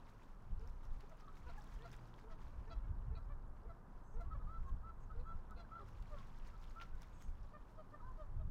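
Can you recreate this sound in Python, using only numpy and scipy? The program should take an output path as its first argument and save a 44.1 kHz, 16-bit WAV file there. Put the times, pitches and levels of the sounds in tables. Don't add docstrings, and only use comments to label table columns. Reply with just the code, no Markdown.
import sys
import numpy as np
from scipy import signal
from scipy.fft import rfft, irfft, next_fast_len
from scipy.io import wavfile
from scipy.ndimage import uniform_filter1d, map_coordinates

SR = 44100
rng = np.random.default_rng(int(sys.argv[2]) if len(sys.argv) > 2 else 0)


def materialize(psi):
    bounded = np.clip(np.atleast_2d(psi).T, -1, 1)
    quanta = np.round(bounded * 32767).astype(np.int16)
    wavfile.write(sys.argv[1], SR, quanta)


def attenuation_scalar(level_db):
    decades = np.asarray(level_db, float) / 20
    return 10 ** decades


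N = 374850


def unit(x):
    return x / np.sqrt(np.mean(x ** 2) + 1e-20)


def along(points, hz):
    f, v = np.transpose(points)
    return np.interp(np.log(hz + 1), np.log(f + 1), v)


def curves(rows):
    s, *cols = np.transpose(rows)
    return [np.interp(np.arange(N) / SR, s, c) for c in cols]


def wobble(knots_per_s, count=N):
    knots = rng.standard_normal(count // 100 + 4)
    return map_coordinates(knots, [np.arange(count) * knots_per_s / SR])


def coloured(x, spectrum):
    m = next_fast_len(N + SR // 4)
    gain = attenuation_scalar(along(spectrum, np.fft.rfftfreq(m, 1 / SR)))
    return unit(irfft(rfft(x, m) * gain, m)[:N])


def band_rms(x, lo_hz, hi_hz):
    hz, power = signal.welch(x, SR, nperseg=1024)
    inside = (hz > lo_hz) & (hz < hi_hz)
    return np.sqrt(power[inside].sum() * hz[1])


def add(track, s, sound):
    track[max(round(s * SR), 0):][:len(sound)] += sound


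def swell(u, rise, fall):
    return np.sin(np.pi / 2 * np.clip(np.minimum(u / rise, (1 - u) / fall), 0, 1)) ** 2


def bursts(times_s, levels_db, rise_s, fall_s):
    t = np.arange(-SR // 4, SR // 4) / SR
    shape = np.exp(-np.abs(t) / np.where(t < 0, rise_s, fall_s))
    peaks = np.bincount(np.round(times_s * SR).astype(int), attenuation_scalar(levels_db), minlength=N)
    return np.abs(signal.fftconvolve(peaks, shape, "same"))


def traffic():
    # f/Hz, relative density/dB
    roar_spectrum = [(40, -18.5), (70, -9), (120, -5.5), (200, -7), (300, -13.5), (500, -16.5), (700, -18),
                     (1000, -14), (1300, -19.5), (1600, -24), (2200, -41.5), (3500, -57), (6000, -84),
                     (15600, -77)]
    # t/s, level/dB
    road_level = [(0.0, -66), (0.45, -68.5), (1.75, -66), (2.56, -65), (3.17, -66.5), (4.05, -66.5),
                  (4.4, -65.5), (4.64, -66.5), (5.75, -66.5), (7.36, -68.5), (8.0, -66), (8.5, -69)]
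    # t/s, f/Hz, peak level/dB
    drone = [(0, 108, -67), (1.1, 118, -70.5), (1.9, 122, -62.5), (2.3, 110, -66), (3.5, 110, -70.5),
             (4.5, 108, -66), (5.4, 108, -73.5), (5.9, 108, -59.5), (6.6, 107, -70.5), (7.4, 107, -64),
             (8.5, 105, -70.5)]
    roar_db = curves(road_level)[0] + 3.0 + 0.46 * wobble(3)
    roar = attenuation_scalar(roar_db) * coloured(rng.standard_normal(N), roar_spectrum)
    hz, db = curves(drone)
    note = np.sin(2 * np.pi * np.cumsum(hz + 1.5 * wobble(6)) / SR)
    return roar + attenuation_scalar(db + 1.5 * wobble(5)) * note


def eddies(spectrum, even_s):
    x = coloured(rng.standard_normal(N), spectrum)
    span = round(even_s * SR)
    power = uniform_filter1d(uniform_filter1d(x ** 2, span), span)
    return unit(x / np.sqrt(np.abs(power) + 0.19))


def wind():
    # t/s, large-eddy level/dB
    lull = [(0, -57.5), (.3, -61), (.7, -48), (1.1, -56), (1.7, -55), (2.1, -58.5), (2.6, -55), (3, -44.5),
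            (3.3, -49), (3.85, -60), (4.3, -49.5), (5.3, -52.5), (5.7, -56.5), (6.4, -51), (7.4, -59.5),
            (7.7, -63), (8.1, -55.5), (8.5, -47.5)]
    # t/s, large-eddy peak/dB, small-eddy peak/dB
    gusts = [(0.319, -54, -73), (0.529, -39.5, -48.5), (.66, -48, -60), (.92, -39.5, -64), (1.35, -58, -77),
             (1.479, -46.5, -60), (1.55, -53, -80), (1.77, -44.5, -81), (1.95, -56, -70), (2.32, -49, -73),
             (2.441, -48, -62), (2.588, -41.5, -55.5), (2.779, -39.5, -62), (2.909, -53, -47.5),
             (3.101, -51, -46), (3.309, -43, -55.5), (3.5, -51.5, -63), (3.679, -48.5, -62),
             (3.95, -52, -80), (4.178, -40, -51), (4.28, -58, -56), (4.36, -44, -50), (4.449, -47, -52),
             (4.603, -41, -53), (4.73, -40, -49), (5.04, -65, -57.5), (5.191, -40.5, -51.5),
             (5.36, -42.5, -53.5), (5.56, -50, -58), (5.82, -68, -64), (6, -48, -54.5), (6.141, -49, -65),
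             (6.42, -50, -75), (6.58, -60, -64), (6.7, -50, -67), (6.94, -41, -55), (7.14, -59, -64.5),
             (7.292, -40, -51.5), (7.43, -46, -64.5), (7.62, -55, -72), (7.79, -53, -76), (8.049, -50, -57),
             (8.12, -51.5, -76), (8.19, -51, -70), (8.29, -53, -67), (8.379, -41, -50.5),
             (8.471, -48, -45.5)]
    # f/Hz, relative density/dB
    large_spectrum = [(8, -30.5), (18, 14.5), (28, 7), (45, 0.5), (70, -12), (110, -33.5), (250, -63.5),
                      (2000, -150)]
    small_spectrum = [(30, -36.5), (60, 5), (90, -1.5), (130, -8.5), (200, -19), (350, -37), (1000, -83),
                      (4000, -150)]
    rise_s, fall_s = .02, 0.032
    small_lasts = 1.8
    small_db = -16
    steady = attenuation_scalar(curves(lull)[0])
    s, large_peak_db, small_peak_db = np.transpose(gusts)
    large = steady + bursts(s, large_peak_db, rise_s, fall_s)
    small = attenuation_scalar(small_db) * steady + bursts(s, small_peak_db, small_lasts * rise_s, small_lasts * fall_s)
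    return large * eddies(large_spectrum, even_s=.05) + small * eddies(small_spectrum, even_s=0.22)


def small_bird():
    # t/s, length/s, start f/Hz, end f/Hz, lower-voice level before flutter/dB
    buzzes = [(4.016, 0.22, 6360, 6450, -86), (4.997, 0.064, 6500, 6500, -88), (4.66, .05, 6500, 6450, -89),
              (5.24, 0.13, 6500, 6450, -94), (7.118, 0.22, 6600, 6230, -81)]
    out = np.zeros(N + SR)
    for s, length_s, start_hz, end_hz, db in buzzes:
        count = round(length_s * SR)
        u = np.arange(count) / count
        glide_hz = start_hz + (end_hz - start_hz) * u ** 2
        for ratio, voice_db in [(1, 0), (1.22, -4)]:
            hz = ratio * glide_hz * (1 + 0.041 * wobble(400, count=count))
            tone = np.sin(2 * np.pi * np.cumsum(hz) / SR)
            level = attenuation_scalar(db + voice_db + 3.1 * wobble(60, count=count))
            add(out, s, level * swell(u, rise=0.13, fall=0.41) * tone)
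    return out[:N]


def bubbles(hz, life_s, t):
    life = t / life_s
    ring = np.sin(2 * np.pi * hz[:, None] * t * (1 + 0.0085 * life))
    return ring * np.exp(-life) * (1 - np.exp(-6 * life))


def drops():
    # t/s, bubble peak/dB, bubble f/Hz, initial crack rms/dB
    drop_rows = [(0.0706, -63, 2330, -79), (0.2228, -60, 2410, -78), (0.5962, -63, 5340, -79),
                 (0.6758, -59, 5430, -66), (0.8536, -64, 5170, -73), (1.0085, -60, 4390, -71),
                 (1.096, -63, 6200, -68), (1.2096, -62, 5340, -72), (1.2688, -70, 6030, -70),
                 (1.2838, -62, 3620, -80), (1.3561, -67, 4130, -71), (1.3697, -61, 2150, -72),
                 (1.5391, -62, 2670, -77), (1.6216, -60, 5340, -71), (1.8225, -57, 3360, -71),
                 (1.9171, -57, 5430, -60), (1.9325, -59, 3360, -66), (2.0565, -66, 4310, -74),
                 (2.1411, -58, 3270, -81), (2.3894, -63, 2500, -80), (2.6788, -68, 5500, -86),
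                 (3.4805, -74, 6800, -86), (3.6353, -75, 5000, -86), (4.6955, -69, 3270, -79),
                 (5.5098, -66, 6980, -65), (5.7969, -65, 3450, -82), (5.8896, -63, 2330, -65),
                 (5.932, -70, 6000, -86), (6.0255, -62, 3530, -64), (6.1858, -64, 3270, -76),
                 (6.2305, -56, 2150, -77), (6.3996, -63, 2840, -83), (6.4502, -62, 2500, -75),
                 (6.642, -57, 3530, -71), (6.6985, -63, 6550, -73), (6.8012, -50, 2500, -75),
                 (6.8144, -47, 2670, -66), (7.0207, -54, 5430, -58), (7.0323, -59, 3450, -64),
                 (7.2178, -62, 5250, -68), (7.4321, -66, 5250, -77), (7.6847, -67, 2500, -81)]
    out, t = np.zeros(N + SR), np.arange(SR // 50) / SR
    for s, db, hz, crack_db in drop_rows:
        ring = bubbles(np.array([hz]), .0006, t)[0]
        crack = rng.standard_normal(len(t)) * attenuation_scalar(-60 * t / .003)
        add(out, s - .0005, attenuation_scalar(db) * ring / ring.max() + attenuation_scalar(crack_db) * crack)
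    return out[:N]


def splashing():
    # f/Hz, relative density/dB
    spray_spectrum = [(500, -5), (1200, 10), (2200, 0), (3500, -4), (5600, -7.5), (8000, -22.5),
                      (16000, -32)]
    mist_spectrum = [(2000, -57), (4000, -9), (6500, 3.5), (9000, -5), (12000, -6.5), (15500, -6)]
    # t/s, 4.8-6.4 kHz level before a 1.5 dB cut/dB
    bathing = [(0, -87), (.4, -94), (.9, -89.5), (1.3, -91), (1.5, -85), (1.95, -86.5), (2.3, -91.5),
               (2.5, -88.5), (3, -97), (4, -95.5), (5.5, -96), (5.9, -89), (6.2, -86), (6.8, -88.5),
               (7.2, -90.5), (7.6, -94), (8.2, -93), (8.5, -97.5)]
    # t/s, spray peak in 4.8-6.4 kHz/dB, fine spray peak in 8.5-15 kHz/dB
    beats = [(.09, -92, -93), (.23, -93, -92), (.285, -98, -101), (.61, -93, -97), (.68, -93, -90),
             (.77, -114, -105), (.85, -93, -92), (1.008, -87, -90), (1.10, -101, -97), (1.198, -88, -92),
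             (1.373, -88.5, -86), (1.5, -91, -100), (1.58, -95, -84.5), (1.625, -110, -113),
             (1.741, -88, -83), (1.861, -86, -93), (1.93, -81, -81), (2.07, -108, -107), (2.19, -87, -87),
             (2.32, -85, -105), (2.42, -87, -94), (2.73, -93, -100), (3.18, -109, -99), (4.21, -98, -91),
             (4.69, -102, -89.5), (5.51, -96, -101), (5.6, -88, -99), (5.886, -90, -89), (5.98, -102, -107),
             (6.025, -98, -93), (6.19, -88, -109), (6.27, -98, -105), (6.38, -96, -105), (6.469, -87, -88),
             (6.63, -89, -90), (6.71, -98, -99), (6.818, -73.5, -88), (7.022, -82.5, -83), (7.22, -87, -83),
             (7.285, -107, -92), (7.44, -95, -98), (7.7, -102, -91)]
    rise_s, fall_s = 0.0069, 0.016
    wash_mist_db = -5.5

    draws = rng.random((2500, 3))
    at = (draws[:, 0] * N).astype(int)[:, None] + np.arange(300)
    hz = 1800 * 5.42 ** draws[:, 1]
    size = attenuation_scalar(8.2 * draws[:, 2] ** 4)
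    grains = bubbles(hz, 0.00099, np.arange(at.shape[1]) / SR) * size[:, None]
    fizz = unit(np.bincount(at.ravel(), grains.ravel(), minlength=N)[:N])
    spray = coloured(rng.standard_normal(N) + 0.41 * fizz, spray_spectrum)
    spray = spray / band_rms(spray, 4800, 6400)

    ticks = (rng.random(N) < 250 / SR) * attenuation_scalar(4.4 * rng.standard_normal(N))
    flutter = rng.standard_normal(N) * attenuation_scalar(4.2 * wobble(430))
    mist = coloured(flutter + .45 * unit(ticks), mist_spectrum)
    mist = mist / band_rms(mist, 8500, 15000)

    s, spray_db, mist_db = np.transpose(beats)
    wash = attenuation_scalar(curves(bathing)[0] - 1.5 + 1.4 * wobble(25))
    thrown = bursts(s, spray_db, rise_s, fall_s)
    fine = bursts(s, mist_db, rise_s, fall_s)
    return (wash + thrown) * spray + (attenuation_scalar(wash_mist_db) * wash + fine) * mist


def breaks():
    # t/s, length/s, gate peak/dB
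    break_rows = [(1.482, 0.028, -73), (1.83, .025, -76), (2.698, 0.029, -72), (3.147, 0.037, -71.5),
                  (4.195, .025, -85), (5.19, 0.03, -82), (5.557, 0.041, -74.5)]
    # f/Hz, gain/dB
    bill = [(1500, -17), (2600, 10), (3300, -18), (3900, 12), (4500, 9), (5000, -57), (7000, -36)]
    cycle = np.cumsum(500 * (1 + 0.04 * wobble(200))) / SR
    pulses = np.diff(np.floor(cycle), prepend=0) * attenuation_scalar(2.5 * rng.standard_normal(N))
    gate = np.zeros(N + SR)
    for s, length_s, db in break_rows:
        u = np.linspace(0, 1, round(length_s * SR))
        add(gate, s, attenuation_scalar(db) * swell(u, rise=0.23, fall=0.22))
    return gate[:N] * coloured(pulses, bill)


def geese():
    # start/middle pitch ratio, scoop (start ratio lost per length)/(1/s), end/middle pitch ratio,
    # partials 1, 2, 3 re base level/dB (3 before its pitch trim), bill resonance f/Hz
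    kinds = [
        ([(0.575, 0.096, 445, -68, -26), (1.02, 0.041, 406, -64.5, -35), (1.781, 0.084, 460, -66, -7),
          (2.222, .081, 442, -67.5, -30), (2.652, 0.066, 447, -67, -9), (3.098, 0.068, 445, -66, -13),
          (3.622, 0.072, 454, -67, -20), (4.122, .094, 456, -65.5, -19), (5.129, .11, 476, -66.5, -18),
          (5.367, 0.051, 518, -72, -36), (5.548, .038, 477, -61.5, -27)], (1.0, .9, 1.11, 0, -9, -26, 1700)),
        ([(1.477, 0.049, 696, -63.5, -22), (1.829, .057, 688, -62.5, -20), (2.286, 0.066, 650, -67, -22),
          (2.691, 0.067, 666, -64, -12.5), (3.15, 0.054, 661, -64.5, -18), (3.675, 0.061, 664, -66.5, -28),
          (4.185, 0.055, 685, -61.5, -26), (5.556, 0.082, 687, -68, -15)], (1.05, 0, .96, -1.5, 0, -7, 4050)),
        ([(2.82, 0.053, 553, -73, -11), (3.283, 0.063, 582, -65.5, -18), (4.332, 0.043, 570, -61, -17),
          (1.451, 0.061, 491, -62.5, -33), (7.522, 0.064, 606, -59, -24), (7.914, .06, 603, -59, -38)], (.95, 0, .93, -4, 0, -11, 2350)),
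        ([(1.099, 0.047, 647, -63.5, -36), (1.569, 0.034, 838, -52, -32), (1.592, .046, 776, -76, -24),
          (6.098, 0.0725, 596, -60.5, -31), (5.773, 0.08, 571, -69, -29), (5.775, 0.077, 409, -67.5, -31),
          (7.422, 0.059, 560, -74, -30), (7.762, 0.073, 624, -62, -29), (8.167, 0.0803, 620, -60.5, -29),
          (8.381, 0.06, 639, -68.5, -25)], (1.1, 1.5, .88, 0, -3, -21, 3450)),
        ([(1.202, 0.071, 626, -68, -30), (1.257, 0.049, 570, -58, -30), (1.264, 0.055, 648, -64, -27),
          (4.242, 0.05, 559, -65, -34), (4.293, 0.061, 645, -57, -35), (4.384, 0.054, 636, -66, -40),
          (4.388, 0.073, 495, -74, -33), (4.457, .14, 659.5, -60, -35), (4.642, 0.075, 541, -62, -35),
          (4.817, .11, 664, -61, -38), (5.084, 0.053, 637, -59, -35), (5.09, 0.065, 740, -70, -32),
          (5.237, 0.11, 670, -59.5, -32), (5.487, 0.055, 641, -60.5, -34), (5.5, .056, 740, -64, -36),
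          (5.635, 0.03, 790, -61, -39), (5.7, .11, 675, -56, -37), (5.795, 0.024, 622, -47, -45),
          (6.15, 0.052, 686, -68, -26), (6.152, 0.077, 551, -63.5, -31), (6.52, 0.058, 654, -67, -28),
          (6.739, .12, 683, -59.5, -41), (6.912, .056, 752, -71, -26), (7.986, .041, 633, -60.5, -35),
          (8.005, 0.13, 512, -59.5, -47)], (1.06, 1.45, .965, -22, 0, -23, 3800)),
    ]
    third_ref_hz, third_db_per_hz = 600, -.08
    out = np.zeros(N + SR)
    calls = [(call, voice) for rows, voice in kinds for call in rows]
    for (s, length_s, middle_hz, level_db, brass_db), voice in calls:
        start, scoop, end, *partial_db, bill_hz = voice
        count = round(length_s * SR)
        u = np.arange(count) / count
        arch = (start - scoop * length_s) * (2 * u - 1) * (u - 1) + 4 * u * (1 - u) + end * u * (2 * u - 1)
        phase = 2 * np.pi * np.cumsum(middle_hz * arch * (1 + .006 * wobble(150, count=count))) / SR
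        octaves_off = np.log2(np.arange(4, 12) * middle_hz / bill_hz)
        bill_loss_db = np.where(octaves_off > 0, 28 * octaves_off, -8 * octaves_off)
        levels_db = level_db + np.r_[partial_db, brass_db - bill_loss_db]
        levels_db[2] += third_db_per_hz * (middle_hz - third_ref_hz)
        effort = swell(u, rise=0.03 / length_s, fall=0.026 / length_s)
        hoarse = attenuation_scalar(2.2 * wobble(300, count=count))
        turn = 2 * np.pi * rng.random(len(levels_db))
        for k, db in enumerate(levels_db):
            drift_db = 1.1 * k * (u - .1) + (.7 + 0.3 * k) * wobble(60, count=count)
            shape = hoarse * effort ** (1 + 0.3 * k) * attenuation_scalar(db + drift_db)
            add(out, s, np.sqrt(2) * shape * np.sin((k + 1) * phase + turn[k]))
    return out[:N]


def shore(x):
    t = np.arange(SR // 2) / SR
    tail = uniform_filter1d(rng.standard_normal(len(t)), size=4) * attenuation_scalar(-60 * t / 0.21)
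    return signal.fftconvolve(x, tail / np.linalg.norm(tail))[:N]


def scene():
    pond = geese() + breaks() + drops() + small_bird()
    return (pond + attenuation_scalar(-16.0) * shore(pond) + splashing() + traffic() + wind())[None]


def band_limit(x):
    return signal.sosfilt(signal.butter(12, 15700, fs=SR, output="sos"), x)


def record(dry):
    # f/Hz, relative density/dB
    hiss_spectrum = [(1500, -14.5), (3500, -7), (8000, -0.5), (14000, -3), (15700, -12.5)]
    hiss_db = -93
    mix = dry + attenuation_scalar(hiss_db) * coloured(rng.standard_normal(N), hiss_spectrum)
    return band_limit(mix)


dry = scene()
out = record(dry)
materialize(out)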